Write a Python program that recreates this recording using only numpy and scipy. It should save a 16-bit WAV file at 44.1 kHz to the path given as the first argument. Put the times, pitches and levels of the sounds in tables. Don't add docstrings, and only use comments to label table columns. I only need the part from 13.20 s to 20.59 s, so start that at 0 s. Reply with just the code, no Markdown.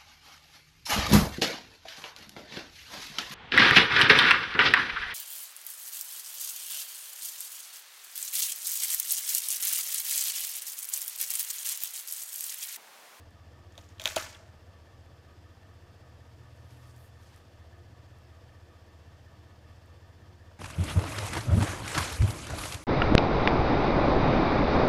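import sys
import numpy as np
from scipy import signal
from scipy.fft import rfft, irfft, next_fast_len
from scipy.io import wavfile

SR = 44100
rng = np.random.default_rng(int(sys.argv[2]) if len(sys.argv) > 2 else 0)


def log_audio(samples):
    frames = np.atleast_2d(samples).T
    limited = np.clip(frames, -1, 1)
    pcm = np.round(limited * 32767).astype(np.int16)
    wavfile.write(sys.argv[1], SR, pcm)


N = 325899


def from_db(db):
    return 10 ** (np.asarray(db) / 20)


def rms_one(x):
    return x / np.sqrt(np.mean(x ** 2) + 1e-20)


def peak_one(x):
    return x / np.abs(x).max()


def in_time(rows):
    row_s, *columns = np.transpose(rows)
    return [np.interp(np.arange(N) / SR, row_s, column) for column in columns]


def drift(rate_hz):
    pole = np.exp(-80 * np.pi * rate_hz / SR)
    noise = rng.standard_normal(N // 40 + 2002)
    slow = signal.lfilter([1], [1, -2 * pole, pole * pole], noise)[2000:]
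    return np.interp(np.arange(N) / 40, np.arange(len(slow)), rms_one(slow))


def ring(clicks, hz, t60_s):
    radius = 10 ** (-3 / (t60_s * SR))
    angle = 2 * np.pi * hz / SR
    feedback = [1, -2 * radius * np.cos(angle), radius * radius]
    return signal.lfilter([0, np.sin(angle)], feedback, clicks + 1e-18)


def coloured(x, spectrum, peaks=()):
    size = next_fast_len(N)
    bins_hz = np.arange(size // 2 + 1) * SR / size + 1
    curve_hz, curve_db = np.transpose(spectrum)
    power = from_db(2 * np.interp(np.log(bins_hz), np.log(curve_hz), curve_db))
    for hz, width_hz, db in peaks:
        power += from_db(2 * db) / (1 + (2 * (bins_hz - hz) / width_hz) ** 2) ** 2
    return rms_one(irfft(rfft(x, size) * np.sqrt(power), size)[:N])


def band_pass(x, low_hz, high_hz):
    return signal.sosfilt(signal.butter(2, [low_hz, high_hz], "band", fs=SR, output="sos"), x)


# nominal frequency in Hz, relative level in dB, t60 in seconds.
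SHELL_MODES = [(1420, -1.5, 0.0052), (1720, -8.5, 0.014), (2470, -5, 0.0078), (3260, -3.5, 0.0077),
               (3775, 1, 0.0047), (4170, -1, 0.0015), (5240, -1, 0.0036), (5500, -0.5, 0.00313),
               (7080, 4, 0.0035), (9200, -1, 0.003), (11600, 1.5, 0.001), (13500, 1, 0.00155)]
MODE_SPREAD = 0.02
TEAR_S = 0.0001


def shell_snap(t, centre_hz, length_s, fall_db):
    fracture = (1 - np.exp(-t / TEAR_S)) * np.exp(-(t / max(1.5 * length_s, 1e-4)) ** 2)
    breaks = rng.standard_normal(len(t)) * fracture
    shift = 1 + MODE_SPREAD * rng.standard_normal(len(SHELL_MODES))
    modes = 0
    for k, (hz, level_db, t60_s) in enumerate(SHELL_MODES):
        gain = from_db(level_db - fall_db * abs(np.log2(hz / centre_hz)))
        modes = modes + gain * peak_one(ring(breaks, hz * shift[k], t60_s)) * (-1) ** k
    bare_crack = signal.lfilter([1, 0, -1], [1, 0, .1], breaks)
    return peak_one(peak_one(modes) + from_db(-3 - fall_db) * bare_crack)


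# frequency in Hz, relative drive in dB, t60 in seconds.
HOLLOW_MODES = [(633, 10, 0.045), (580, 8, 0.032), (874, 3.5, 0.032), (1180, -3, 0.0098), (1400, 0, 0.014),
                (490, -9, 0.025), (361, 0, 0.049)]
HOLLOW_LAG_S, HOLLOW_SWELL_S = 0.00153, 0.0025


def shell_hollow(t):
    release = np.exp(-((t - HOLLOW_LAG_S) / 0.000073) ** 2)
    push = np.diff(release, prepend=0)
    boom = sum(from_db(level_db) * ring(push, hz, t60_s) for hz, level_db, t60_s in HOLLOW_MODES)
    swell = 1 - np.exp(-np.maximum(t - HOLLOW_LAG_S, 0) / HOLLOW_SWELL_S)
    return peak_one(boom * swell)


# start in seconds, snap peak in dB, snap centre in Hz, burst length in seconds
# (before a stretch of 1.5), fall-off from the centre in dB per octave, hollow against snap peak in dB,
# click sent to the trees against snap peak in dB.
BITES = [(.5222, -54, 5000, 0.00067, 18, -10, -12), (.5434, -62, 8000, 0.0008, 14, -25, -22),
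         (0.553, -50, 3050, 0.0013, 20, -25, -17), (0.5779, -33, 3830, 0.00043, 15, -9, -22.5),
         (.5866, -45.5, 3380, 0.00097, 21, -2, -23), (.5897, -45, 3600, 0.0008, 19, -11, -32),
         (0.6884, -50, 6170, 0.00062, 36, -28, -13), (.781, -51, 3400, 0.0023, 22, -30, -28),
         (0.797, -27, 3400, 0.0007, 19, -15.5, -19.5), (.8064, -39, 2940, 0.0029, 21, -9, -30),
         (.8125, -40, 3600, 0.0022, 16, -17, -20), (.8172, -29.5, 3500, 0.00084, 12, -14, -23),
         (.822, -39, 3500, 0.00067, 14, -13, -31), (0.8386, -29.5, 5000, 0.0014, 9, -36, -18.5),
         (0.8493, -31, 3700, 0.00058, 12, -30, -21), (0.8561, -9.5, 3170, 0.0003, 12.5, -21.5, -26.5),
         (.8635, -39, 5400, .002, 20, -30, -28), (0.858, -29, 2600, 0.00086, 20, -30, -30),
         (0.8661, -29, 2550, 0.0021, 34, -28, -17.5), (.8742, -17.5, 3280, 0.0017, 14.5, -34, -45),
         (.8775, -29.5, 1740, 0.0032, 12, -8.5, -28), (0.8865, -29, 3400, 0.0015, 12, -34, -39),
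         (0.8973, -32.5, 6500, 0.0011, 18, -28, -10), (0.901, -34, 2300, 0.001, 16, -30, -33.5),
         (0.9087, -31, 2200, 0.00074, 11, -25, -29), (.915, -38, 3800, 0.00072, 13, -17, -35),
         (0.92, -34.5, 2500, 0.00091, 13, -7, -35), (0.9612, -19.5, 3370, 0.0012, 11, -11.5, -41),
         (0.964, -17, 5000, 0.0018, 12, 0.5, -17), (0.9737, -24.5, 2400, 0.0015, 19, -31, -18),
         (0.9798, -26, 2000, 0.0034, 17, -31, -17), (0.985, -32, 1610, 0.0016, 21, -17, -28),
         (0.9897, -37, 1500, 0.0028, 11, -13, -19), (0.997, -33, 1700, 0.0024, 26, -28, -33),
         (1.001, -39, 2300, 0.0022, 9, -19, -34), (1.005, -32, 1500, 0.0018, 23, -15, -30),
         (1.0102, -33, 1400, 0.003, 22, -25, -22), (1.015, -39, 1800, 0.0015, 12, -25, -35),
         (1.023, -36, 1480, 0.002, 23, -27, -33), (1.04, -44, 2500, .002, 20, -23, -26),
         (1.063, -39, 1590, 0.0036, 18, -23, -26), (1.147, -44, 3130, 0.0029, 32, -39, -44),
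         (7.3143, -52, 1400, 0.0005, 20, -1, -30)]
HOLLOW_ECHO_DB = -23.5


def bites():
    direct, to_trees, span = np.zeros(N + SR), np.zeros(N + SR), SR // 5
    t = np.arange(span) / SR
    for start_s, db, centre_hz, length_s, fall_db, hollow_db, echo_db in BITES:
        snap = shell_snap(t, centre_hz, length_s, fall_db)
        hollow = shell_hollow(t)
        at = round(start_s * SR)
        direct[at:at + span] += from_db(db) * (snap + from_db(hollow_db) * hollow)
        to_trees[at] += from_db(db + echo_db)
        to_trees[at:at + span] += from_db(db + echo_db + hollow_db + HOLLOW_ECHO_DB) * hollow
    return direct[:N] + trees(to_trees)


# band centre in Hz, relative starting level in dB, t60 in seconds.
TREE_BANDS = [(310, -25, 0.0884), (735, -25.5, 1), (1450, -12.5, 0.71), (2390, -9.5, 0.55),
              (5330, -7, 0.52), (10300, -13, 0.39), (14000, -38, .3)]


def trees(x):
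    t, tail = np.arange(SR) / SR, 0
    for hz, db, t60_s in TREE_BANDS:
        returns = rng.standard_normal(SR) * from_db(4.0 * drift(90)[:SR])
        band = band_pass(returns, hz / np.sqrt(2), hz * np.sqrt(2))
        tail = tail + from_db(db - 60 * t / t60_s) * rms_one(band)
    onset = 1 - np.exp(-t / 0.0014)
    near_brush = 1 + np.exp(-t / 0.0064)
    return signal.fftconvolve(x, tail * onset * near_brush)[:N]


# time in seconds, gain on the crackle in dB,
# treble lift about 6500 Hz in dB per octave.
RUSTLE = [(2.85, -89, 1), (3.3, -80, -1), (3.47, -77, 2), (3.51, -69.5, -2), (3.56, -71, -1), (3.6, -71, 1),
          (3.65, -70, -0.5), (3.71, -72, 0.5), (3.745, -78, 0.5), (3.775, -68, 5), (3.81, -73, 5),
          (3.85, -69.5, 6), (3.89, -74, 3), (3.92, -84, -1), (3.99, -81, -1), (4.025, -72, -1.5),
          (4.07, -70, -2), (4.11, -75, -4), (4.135, -70, -3.5), (4.153, -74, -1), (4.175, -67, -1),
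          (4.22, -80, 1), (4.45, -92, -1)]
# frequency in Hz, relative density in dB per Hz.
CRACKLE_SPECTRUM = [(1500, 8.5), (3000, 6), (5000, 4), (7000, 5.5), (11600, 1.5), (16000, -6)]
FLUTTER_EDGES_HZ = (1000, 4000, 6500, 9500, 13000, 18000)
FLUTTER_DB = 2.8


def rustle():
    grains = from_db(1.6 * np.minimum(rng.exponential(1, N), 4)) * rng.standard_normal(N)
    grains_per_s = 11000 * from_db(1.5 * drift(25))
    grains *= rng.random(N) < grains_per_s / SR
    crackle = coloured(grains, CRACKLE_SPECTRUM)
    t = np.arange(N) / SR
    level_db, lift_db = in_time(RUSTLE)
    active = (t > RUSTLE[0][0]) * (t < RUSTLE[-1][0])
    out = 0
    for low_hz, high_hz in zip(FLUTTER_EDGES_HZ, FLUTTER_EDGES_HZ[1:]):
        moving = from_db(level_db + lift_db * np.log2(low_hz / 6500)) * active
        band = band_pass(crackle, low_hz, high_hz)
        out = -out + moving * from_db(FLUTTER_DB * drift(15)) * band
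    return out


# start in seconds, burst peak before the band filter in dB.
STALKS = [(0.107, -59), (3.4914, -67), (3.763, -52), (3.78, -56), (4.0326, -60), (4.0654, -63),
          (4.1134, -68), (4.1445, -58), (4.1617, -51), (4.9855, -60), (6.6598, -56)]
STALK_LOW_HZ, STALK_HIGH_HZ = 5500, 12500


def stalks():
    clicks = np.zeros(N)
    decay = np.exp(-np.arange(200) / SR / 0.0018)
    for start_s, db in STALKS:
        at = round(start_s * SR)
        clicks[at:at + 200] = from_db(db) * rng.choice([-1, 1], 200) * decay
    return band_pass(clicks, STALK_LOW_HZ, STALK_HIGH_HZ)


# time in seconds, crank speed in rpm.
IDLE_SPEED = [(0.0, 624.4), (1.68, 629.9), (2.02, 631.9), (2.69, 625.7), (3.19, 628.8), (3.36, 637.9),
              (3.86, 636.6), (4.03, 626.7), (4.7, 621.0), (5.04, 635.5), (5.54, 616.9), (6.05, 634.4),
              (6.55, 623.7), (7.39, 632.4)]


def cam_turns():
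    return np.cumsum(in_time(IDLE_SPEED)[0]) / (120 * SR)


EXHAUST_ORDERS = (6, 9, 12, 15, 16, 17, 18, 21, 24, 27, 42, 58, 68)
EXHAUST_DB = [-74, -81, -86, -57, -99, -109, -59, -67, -80.5, -91, -100, -78.5, -77]
PUFF_DEG = 45.13


def exhaust(cam):
    out = 0
    for order, db in zip(EXHAUST_ORDERS, EXHAUST_DB):
        gain = np.sqrt(2) * from_db(db + order / 15 * drift(4))
        out = out + gain * np.cos(2 * np.pi * order * (cam - PUFF_DEG / 360))
    return out


# frequency in Hz, t60 in seconds, knocks as pairs of cam angle in
# degrees and mean level in dB.
ENGINE_PARTS = [(953, 0.11, [(105, -66), (225, -65.5), (345, -65.5)]), (1147, 0.33, [(12, -68),
                (132, -70.5), (312, -67.5)]), (1244, 0.2, [(0.1, -70), (52, -64.5), (297, -65)]),
                (1742, 0.032, [(10, -70), (58, -68), (258, -65), (300, -67), (345, -70)]),
                (1796, 0.089, [(10, -66), (58, -66), (265, -62), (300, -66), (345, -85)]),
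                (4960, 0.0067, [(45, -68), (108, -62), (165, -60.5), (240, -63.5), (285, -74), (350, -81)])]
KNOCK_SPREAD_DB = 1.6


def valve_gear(cam):
    out = np.zeros(N)
    for hz, t60_s, knocks in ENGINE_PARTS:
        clicks = np.zeros(N)
        for deg, db in knocks:
            at = np.flatnonzero(np.diff(np.floor(cam - deg / 360)))
            height = from_db(db + rng.normal(0, KNOCK_SPREAD_DB, len(at)))
            clicks[at] = height * rng.choice([-1, 1], len(at))
        out += ring(clicks, hz, t60_s)
    return out


# frequency in Hz, relative density in dB per Hz.
ROAR_SPECTRUM = [(18, -39), (30, -18), (60, -17.5), (90, -7.5), (130, -11), (170, -17.5), (340, -19),
                 (405, -26), (600, -20), (1050, -27.5), (1400, -30), (2200, -33.5), (3900, -37.5),
                 (7000, -42), (10200, -49.5), (13600, -49.5), (16500, -58)]
# frequency in Hz, width at -6 dB in Hz,
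# relative density in dB per Hz.
PANELS = [(478, 85, -17.5), (669, 82, -21), (835, 27, -39), (1520, 46, -27.5), (1754, 270, -26),
          (2690, 44, -30), (3190, 78, -30), (3486, 120, -30.5), (2830, 1100, -36.5), (4490, 86, -31),
          (5070, 1230, -37.5)]
ROAR_DB = -58


def fan_roar(cam):
    pulsing = 1 + 0.11 * np.cos(6 * np.pi * (cam - .02))
    level = from_db(ROAR_DB + 0.15 * drift(4.2))
    return level * pulsing * coloured(rng.standard_normal(N), ROAR_SPECTRUM, PANELS)


def engine():
    cam = cam_turns()
    return exhaust(cam) + valve_gear(cam) + fan_roar(cam)


# time in seconds, level in dB rms.
HUM_LEVEL = [(0.0, -62.5), (0.4, -78), (0.75, -79), (1.05, -74), (1.8, -65.5), (2.05, -73), (2.6, -69),
             (3.36, -56), (3.72, -52.5), (4.2, -72.5), (4.7, -59), (5.04, -64.5), (5.3, -59.5), (5.72, -77),
             (6.05, -62), (6.6, -62), (7.05, -74), (7.39, -80)]
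HUM_HZ, HUM_SLOWS_AT_S, HUM_SAG_HZ_PER_S = 120.35, 3.7, 0.47


def hum():
    hz = HUM_HZ - HUM_SAG_HZ_PER_S * np.maximum(np.arange(N) / SR - HUM_SLOWS_AT_S, 0)
    phase = 2 * np.pi * np.cumsum(hz) / SR
    return np.sqrt(2) * from_db(in_time(HUM_LEVEL)[0]) * np.sin(phase)


def scene():
    return (bites() + rustle() + stalks() + engine() + hum())[None]


CUTOFF_HZ = 16700


def record(dry):
    return signal.sosfilt(signal.cheby2(12, 70, CUTOFF_HZ, fs=SR, output="sos"), dry)


dry = scene()
out = record(dry)
log_audio(out)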